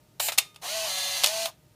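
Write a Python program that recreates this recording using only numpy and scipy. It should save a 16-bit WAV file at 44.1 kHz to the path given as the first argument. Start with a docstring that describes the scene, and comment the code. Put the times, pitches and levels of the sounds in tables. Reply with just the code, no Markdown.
"""Over faint room tone, a click and a short fizzing whirr: the lens escapement of a plastic compact
film camera, heard up close, runs and latches. The shutter snaps and its springs ring on.
Then a small geared motor winds the film with a whine of rotor and gears and a rasp of teeth:
it slows under load, a lever snaps over, it runs free and stops."""
import sys
import numpy as np
from scipy import signal
from scipy.fft import rfft, irfft
from scipy.io import wavfile
from scipy.ndimage import uniform_filter1d

SR = 44100
rng = np.random.default_rng(int(sys.argv[2]) if len(sys.argv) > 2 else 0)


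def dump_mix(stems):
    """Bounce the given channels to the path in sys.argv[1] as a 16-bit WAV at rate SR."""
    frames = np.atleast_2d(stems).T  # one column per channel
    limited = np.clip(frames, -1, 1)  # hard clip at full scale
    pcm = np.round(limited * 32767).astype(np.int16)
    wavfile.write(sys.argv[1], SR, pcm)


N = 77175


def undb(db):
    """Decibels to gain."""
    return 10 ** (np.asarray(db) / 20)


def unit(x):
    """Scale to rms 1."""
    return x / np.sqrt(np.mean(x ** 2))


def colour(x, points, tilt_db=0):
    """Unit-power EQ through (f/Hz, level/dB) points, tilted by tilt_db per octave above 1 kHz."""
    hz, db = np.array(points).T
    octave = np.log2(np.maximum(np.arange(2049) * SR / 4096, 5))
    tilt = tilt_db * np.maximum(octave - 10, 0)
    low_cut = 20 * np.clip(np.log2(hz[0]) - octave, 0, 2)
    gain = undb(np.interp(octave, np.log2(hz), db) + tilt - low_cut)
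    cepstrum = irfft(np.log(unit(gain)))
    cepstrum[1:2048] *= 2  # minimum phase keeps attacks sharp
    cepstrum[2049:] = 0
    return signal.fftconvolve(x, irfft(np.exp(rfft(cepstrum))))[:N]


def drift(rate_hz):
    """Smooth random wander of rms 1."""
    hold = int(SR / rate_hz)
    steps = np.repeat(rng.standard_normal(N // hold + 1), hold)
    return unit(uniform_filter1d(uniform_filter1d(steps, hold), hold)[:N])


def fade(age, rise_s, fall_s):
    """Attack and exponential decay; silent before age 0."""
    age = np.maximum(age, 0)
    return (1 - np.exp(-age / rise_s)) * np.exp(-age / fall_s)


def swell(age, width_s):
    """Bell-shaped envelope peaking at age 0."""
    return np.exp(-.5 * (age / width_s) ** 2)


def ring(modes, age):
    """Damped modes struck at age 0."""
    age = np.maximum(age, 0)
    return sum(rng.choice([-1, 1]) * undb(db - 60 * age / t60) * np.sin(2 * np.pi * hz * age)
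               for hz, db, t60 in modes)


def add_tail(x, tail, wet_db):
    """The dry sound plus its convolution with a unit-energy tail."""
    return x + undb(wet_db) * signal.fftconvolve(x, tail / np.sqrt(np.sum(tail ** 2)))[:N]


# EQ of the room's rumble and hiss: f/Hz, level/dB
ROOM_EQ = [(25, -24), (45, -9), (63, -3), (80, -5.5), (120, 3.5), (160, -1), (220, -9), (330, -7.5),
           (500, -14.5), (630, -15), (1000, -21), (2000, -23.5), (3700, -23.5), (8000, -27), (15500, -28.5)]
# faint hum in the room: f/Hz, level/dB
ROOM_HUM = [(612, -72), (918, -76), (1236, -78.5)]


def room_tone(t):
    """A quiet bed of rumble, hiss and wavering hum."""
    bed = undb(-60.5) * colour(rng.standard_normal(N), ROOM_EQ)
    hum = sum(undb(db + 1.2 * drift(27)) * np.sin(2 * np.pi * hz * t + drift(30)) for hz, db in ROOM_HUM)
    return bed + hum


# lever and shutter hits: t/s, level/dB, decay/ms, tilt/(dB per octave), knock re hit/dB, part's f/Hz
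CLICKS = [(0.1967, -27.5, 3, 2, -7, 2580), (.1998, -20, 3.6, -5.5, 1.5, 2720),
          (.2052, -24.5, 1.756, 1.5, -0.5, 3900), (.2848, -24, 5.5, -3.5, 5.5, 2560),
          (.292, -29.5, 8.9, -6, -3, 1920), (0.3201, -30, 17.5, -1, 4.5, 1460),
          (0.377, -24.5, 5, 0.5, -5, 2180), (0.3809, -13.5, 3.3, 4.5, -8, 4700),
          (0.3835, -11, 1.9, 0, -14.5, 2370), (.385, -9.5, 3.3, 0.6, -19, 2770),
          (0.3908, -19, 2.745, 0.5, -16, 2100), (.5445, -51, 3.8, 0, -15, 2800),
          (0.56, -42, 4.219, -2, -4, 2886), (1.2355, -18.5, 10.3, -1, -1, 2853),
          (1.2424, -8, 1.92, -1, -13.5, 4250), (1.2606, -14.5, 2.1, -1.7, -16, 5200),
          (1.271, -17, 2, 0, -14, 6490), (1.2816, -25.5, 1.9, -2, -17.5, 4400),
          (1.4565, -23, 4.4, -3, -10, 3723)]
# EQ of a click: f/Hz, level/dB
CLICK_EQ = [(120, -69.5), (200, -38), (479, -18), (783, -10.5), (1230, -9.5), (1680, -12), (2510, -4.5),
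            (3820, -3), (8200, -5.5), (9140, -3), (11400, -10), (12500, -5), (15500, -15.5)]
# modes of the plastic case: f/Hz, level/dB, t60/s
CASE_MODES = [(590, -5, .05), (668, -2, .06), (830, -1, .045), (888, -2, .045), (1080, -6, .03),
              (1290, -3, .035), (1900, -4, .025), (2516, -2, .04), (2692, 0, .04), (3640, 0, .04),
              (3994, 0, .04)]


def clicks(t):
    """Each lever chatters briefly on its stop, rings at its own pitch and knocks the case."""
    hits, knocks = np.zeros(N), np.zeros(N)
    for start, db, decay_ms, tilt_db, knock_db, part_hz in CLICKS:
        age = t - start
        envelope = fade(age, .00035, decay_ms / 1000) + undb(-13) * fade(age, .00035, .0104)
        crack = undb(db) * colour(envelope * rng.choice([-1., 1.], N), CLICK_EQ, tilt_db)
        part_ring = signal.lfilter(*signal.iirpeak(part_hz, Q=4.4, fs=SR), crack)
        shimmer = rng.standard_normal(N) * fade(age, .0016, .0425)  # small parts inside ring on
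        shimmer = undb(db - 32.5) * colour(shimmer, CLICK_EQ, tilt_db=-2.5)
        hits += .84 * crack + undb(-.5) * part_ring + shimmer
        knocks[int(start * SR)] += undb(db + knock_db)
    low_cut = signal.butter(4, 487, "high", fs=SR, output="sos")  # the small case radiates no bass
    case = signal.sosfilt(low_cut, ring(CASE_MODES, t)) / np.sqrt(len(CASE_MODES))
    return hits + undb(-1.5) * signal.fftconvolve(knocks, case)[:N]


def teeth(tooth_count, tick_share):
    """A tick of uneven strength for each passing tooth, over sliding noise."""
    ticks = np.diff(np.floor(tooth_count), prepend=0) * undb(2.2 * rng.standard_normal(N))
    sliding = rng.standard_normal(N)
    return np.sqrt(tick_share) * unit(ticks - ticks.mean()) + np.sqrt(1 - tick_share) * sliding


def housing(x, t):
    """Adds the dense, short ring of the plastic around the moving parts; returns rms 1."""
    tail = rng.standard_normal(N) * fade(t, .0005, .0037)
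    tail = signal.sosfilt(signal.butter(2, 1500, "high", fs=SR, output="sos"), tail)
    return unit(add_tail(x, tail, wet_db=-10))


# EQ of the lens whirr: f/Hz, level/dB
LENS_EQ = [(120, -73.5), (200, -45.5), (253, -42.5), (327, -23), (488, -16), (769, -4), (1190, -22),
           (1840, -8.5), (2020, -12.5), (3010, -3.5), (3240, -13.5), (4100, -4), (6130, -11), (6960, -0.5),
           (10200, -6.5), (14700, -5), (15500, -6)]


def lens_whirr(t, start_s=.198, end_s=.2916, tick_hz=868):
    """A spring drives a tiny escapement for a tenth of a second."""
    tooth_count = np.cumsum(tick_hz * (1 + .06 * drift(150))) / SR
    attack = np.clip((t - start_s) / .004, 0, 1)
    release = np.exp(-np.maximum(t - end_s, 0) / .011)
    fizz = housing(teeth(tooth_count, tick_share=.16), t)
    return undb(-27.5) * attack * release * colour(fizz, LENS_EQ)


# modes of the shutter springs: f/Hz, level/dB, t60/s
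SPRING_MODES = [(409, -62, 1.4), (1233, -57, 1.5), (2132, -58, .6), (2439, -50, .3), (2487, -54, .5),
                (3646, -42, .36), (4231, -59, .35), (4856, -50, .25), (5297, -54, .22), (5975, -56, .27),
                (7556, -55, .25)]


def shutter_springs(t, snap_s=.385):
    """The snap of the shutter leaves its springs ringing."""
    return ring(SPRING_MODES, t - snap_s)


# partials of the whine: f/motor speed
WHINE_ORDERS = [1, 2, 3, 4, 5, 6, 7, 9, 11, 12, 15, 17, 19, 21, 22, 25, 34]
# mix of those partials: free level/dB, loaded level/dB
WHINE_LEVELS = [(-65.5, -68), (-61, -75.5), (-57.5, -56), (-52, -52), (-54.5, -67), (-61, -52.5),
                (-52, -55.5), (-54, -49.5), (-51.5, -46), (-48.5, -66), (-50, -52), (-52.5, -49.5),
                (-51, -41.5), (-48, -56.5), (-57.5, -40), (-58, -47.5), (-60, -48.5)]


def motor_whine(turns, load):
    """Rotor and gears sing at multiples of the speed; load brings out the high partials."""
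    whine = np.zeros(N)
    for order, (free_db, loaded_db) in zip(WHINE_ORDERS, WHINE_LEVELS):
        gain = undb(free_db + (loaded_db - free_db) * load + 2.5 * drift(70.14))
        backlash = .000933 * drift(250)
        whine += gain * np.sin(2 * np.pi * order * (turns + backlash))
    return whine


def case_hum(turns, speed, poles=3, resonance_hz=654, width_hz=62):
    """The rotor poles drive a resonance of the case, loudest as their rate meets it."""
    resonance = 1 / (1 + ((poles * speed - resonance_hz) / (width_hz / 2)) ** 2)
    return undb(-35 + .34 * drift(50)) * resonance * np.sin(2 * np.pi * poles * turns)


# EQ of the meshing gears: f/Hz, level/dB
GEAR_EQ = [(600, -31.5), (1100, -12.5), (1400, -14.5), (1800, -7), (2300, -7.5), (2700, -1), (3500, -0.5),
           (4600, -1), (5500, -3.5), (6600, -0.5), (7600, -7.5), (10000, -6.5), (12500, -12), (15500, -14)]


def gear_rasp(t, age, turns, load, free_db=-32, loaded_db=-31, fade_db_per_s=1):
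    """Eleven teeth a turn tick and slide inside the housing, a touch louder under load."""
    db = free_db + (loaded_db - free_db) * load - fade_db_per_s * age + .7 * drift(90)
    tooth_count = np.maximum(11 * turns + .25 * drift(700), 0)
    tooth_count = np.maximum.accumulate(tooth_count)  # teeth never step backwards
    return undb(db) * colour(housing(teeth(tooth_count, tick_share=.14), t), GEAR_EQ)


# EQ of the rattle: f/Hz, level/dB
RATTLE_EQ = [(250, -31), (450, -21), (560, -10), (700, 1.5), (850, -5.5), (1100, -5), (1500, -20)]
# shudders of the gears: t/s, width/s, level/dB
SHUDDERS = [(.66, .025, -42), (.875, 0.023, -43.5), (1.175, .015, -50.5), (1.481, 0.012, -39.5)]


def gear_rattle(t, age, envelope):
    """The gears rattle softly as they run and shudder when their load changes."""
    shudder = sum(undb(db) * swell(t - at, width) for at, width, db in SHUDDERS)
    return (undb(-45.5) * envelope + shudder * (age > 0)) * colour(rng.standard_normal(N), RATTLE_EQ)


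# squeaks: t/s, width/s, level/dB
SQUEAKS = [(.735, .018, -42), (.85, 0.022, -40), (1.155, .02, -41.5)]
# pitch of each squeak: f/motor speed
SQUEAK_ORDERS = [14, 24, 25]


def gear_squeaks(t, turns):
    """Single gears sing out briefly, each at a multiple of the motor speed."""
    return sum(undb(db + 2.5 * drift(70)) * swell(t - at, width) * np.sin(2 * np.pi * order * turns)
               for order, (at, width, db) in zip(SQUEAK_ORDERS, SQUEAKS))


# motor speed curve: t/s, speed/(turns per s)
MOTOR_SPEED = [(.62, 85), (.658, 159.6), (.7, 200.8), (.726, 210.9), (.756, 218.9), (.85, 216.3),
               (.902, 189.1), (.92, 187.3), (.96, 188.4), (1.02, 187.3), (1.09, 188.4), (1.238, 183.6),
               (1.288, 209.5), (1.332, 218), (1.44, 223.5), (1.51, 206)]
# pull of the film on the gears: t/s, load/(0 to 1)
FILM_LOAD = [(.86, 0), (.91, 0.94), (1.12, 1), (1.2, 0.7), (1.27, 0.1)]


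def film_winder(t, on_s=.6142, off_s=1.459):
    """The geared motor spins up, sags while the film pulls, runs free and stops."""
    age = t - on_s
    speed = np.interp(t, *np.array(MOTOR_SPEED).T)
    load = np.interp(t, *np.array(FILM_LOAD).T)
    flutter = 1 + .003 * drift(120)
    turns = np.cumsum(speed * flutter) / SR
    attack = 1 - np.exp(-np.maximum(age, 0) / .046)
    envelope = attack * np.exp(-np.maximum(t - off_s, 0) / .017)
    tones = motor_whine(turns, load) + gear_squeaks(t, turns) + case_hum(turns, speed)
    tones *= np.sqrt(2)  # the tones' levels are rms
    return envelope * (tones + gear_rasp(t, age, turns, load)) + gear_rattle(t, age, envelope)


def room_reverb(x, t, t60_s=.16):
    """Short, soft reverberation of a small room."""
    tail = rng.standard_normal(N) * fade(t - .004, .0033, t60_s / np.log(1000))
    tail = signal.sosfilt(signal.butter(1, 6056, fs=SR, output="sos"), tail)
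    return add_tail(x, tail, wet_db=-19.5)


def scene():
    """The camera takes one picture over the room tone, the same in both channels."""
    t = np.arange(N) / SR
    bed = room_tone(t)
    camera = clicks(t) + shutter_springs(t) + lens_whirr(t) + film_winder(t)
    mono = bed + room_reverb(camera, t)
    return np.array([mono, mono])


def record(dry):
    """A steep high cut at 15.4 kHz takes off the top of the treble."""
    return signal.sosfilt(signal.ellip(10, .2, 80, 15400, fs=SR, output="sos"), dry)


dry = scene()
out = record(dry)
dump_mix(out)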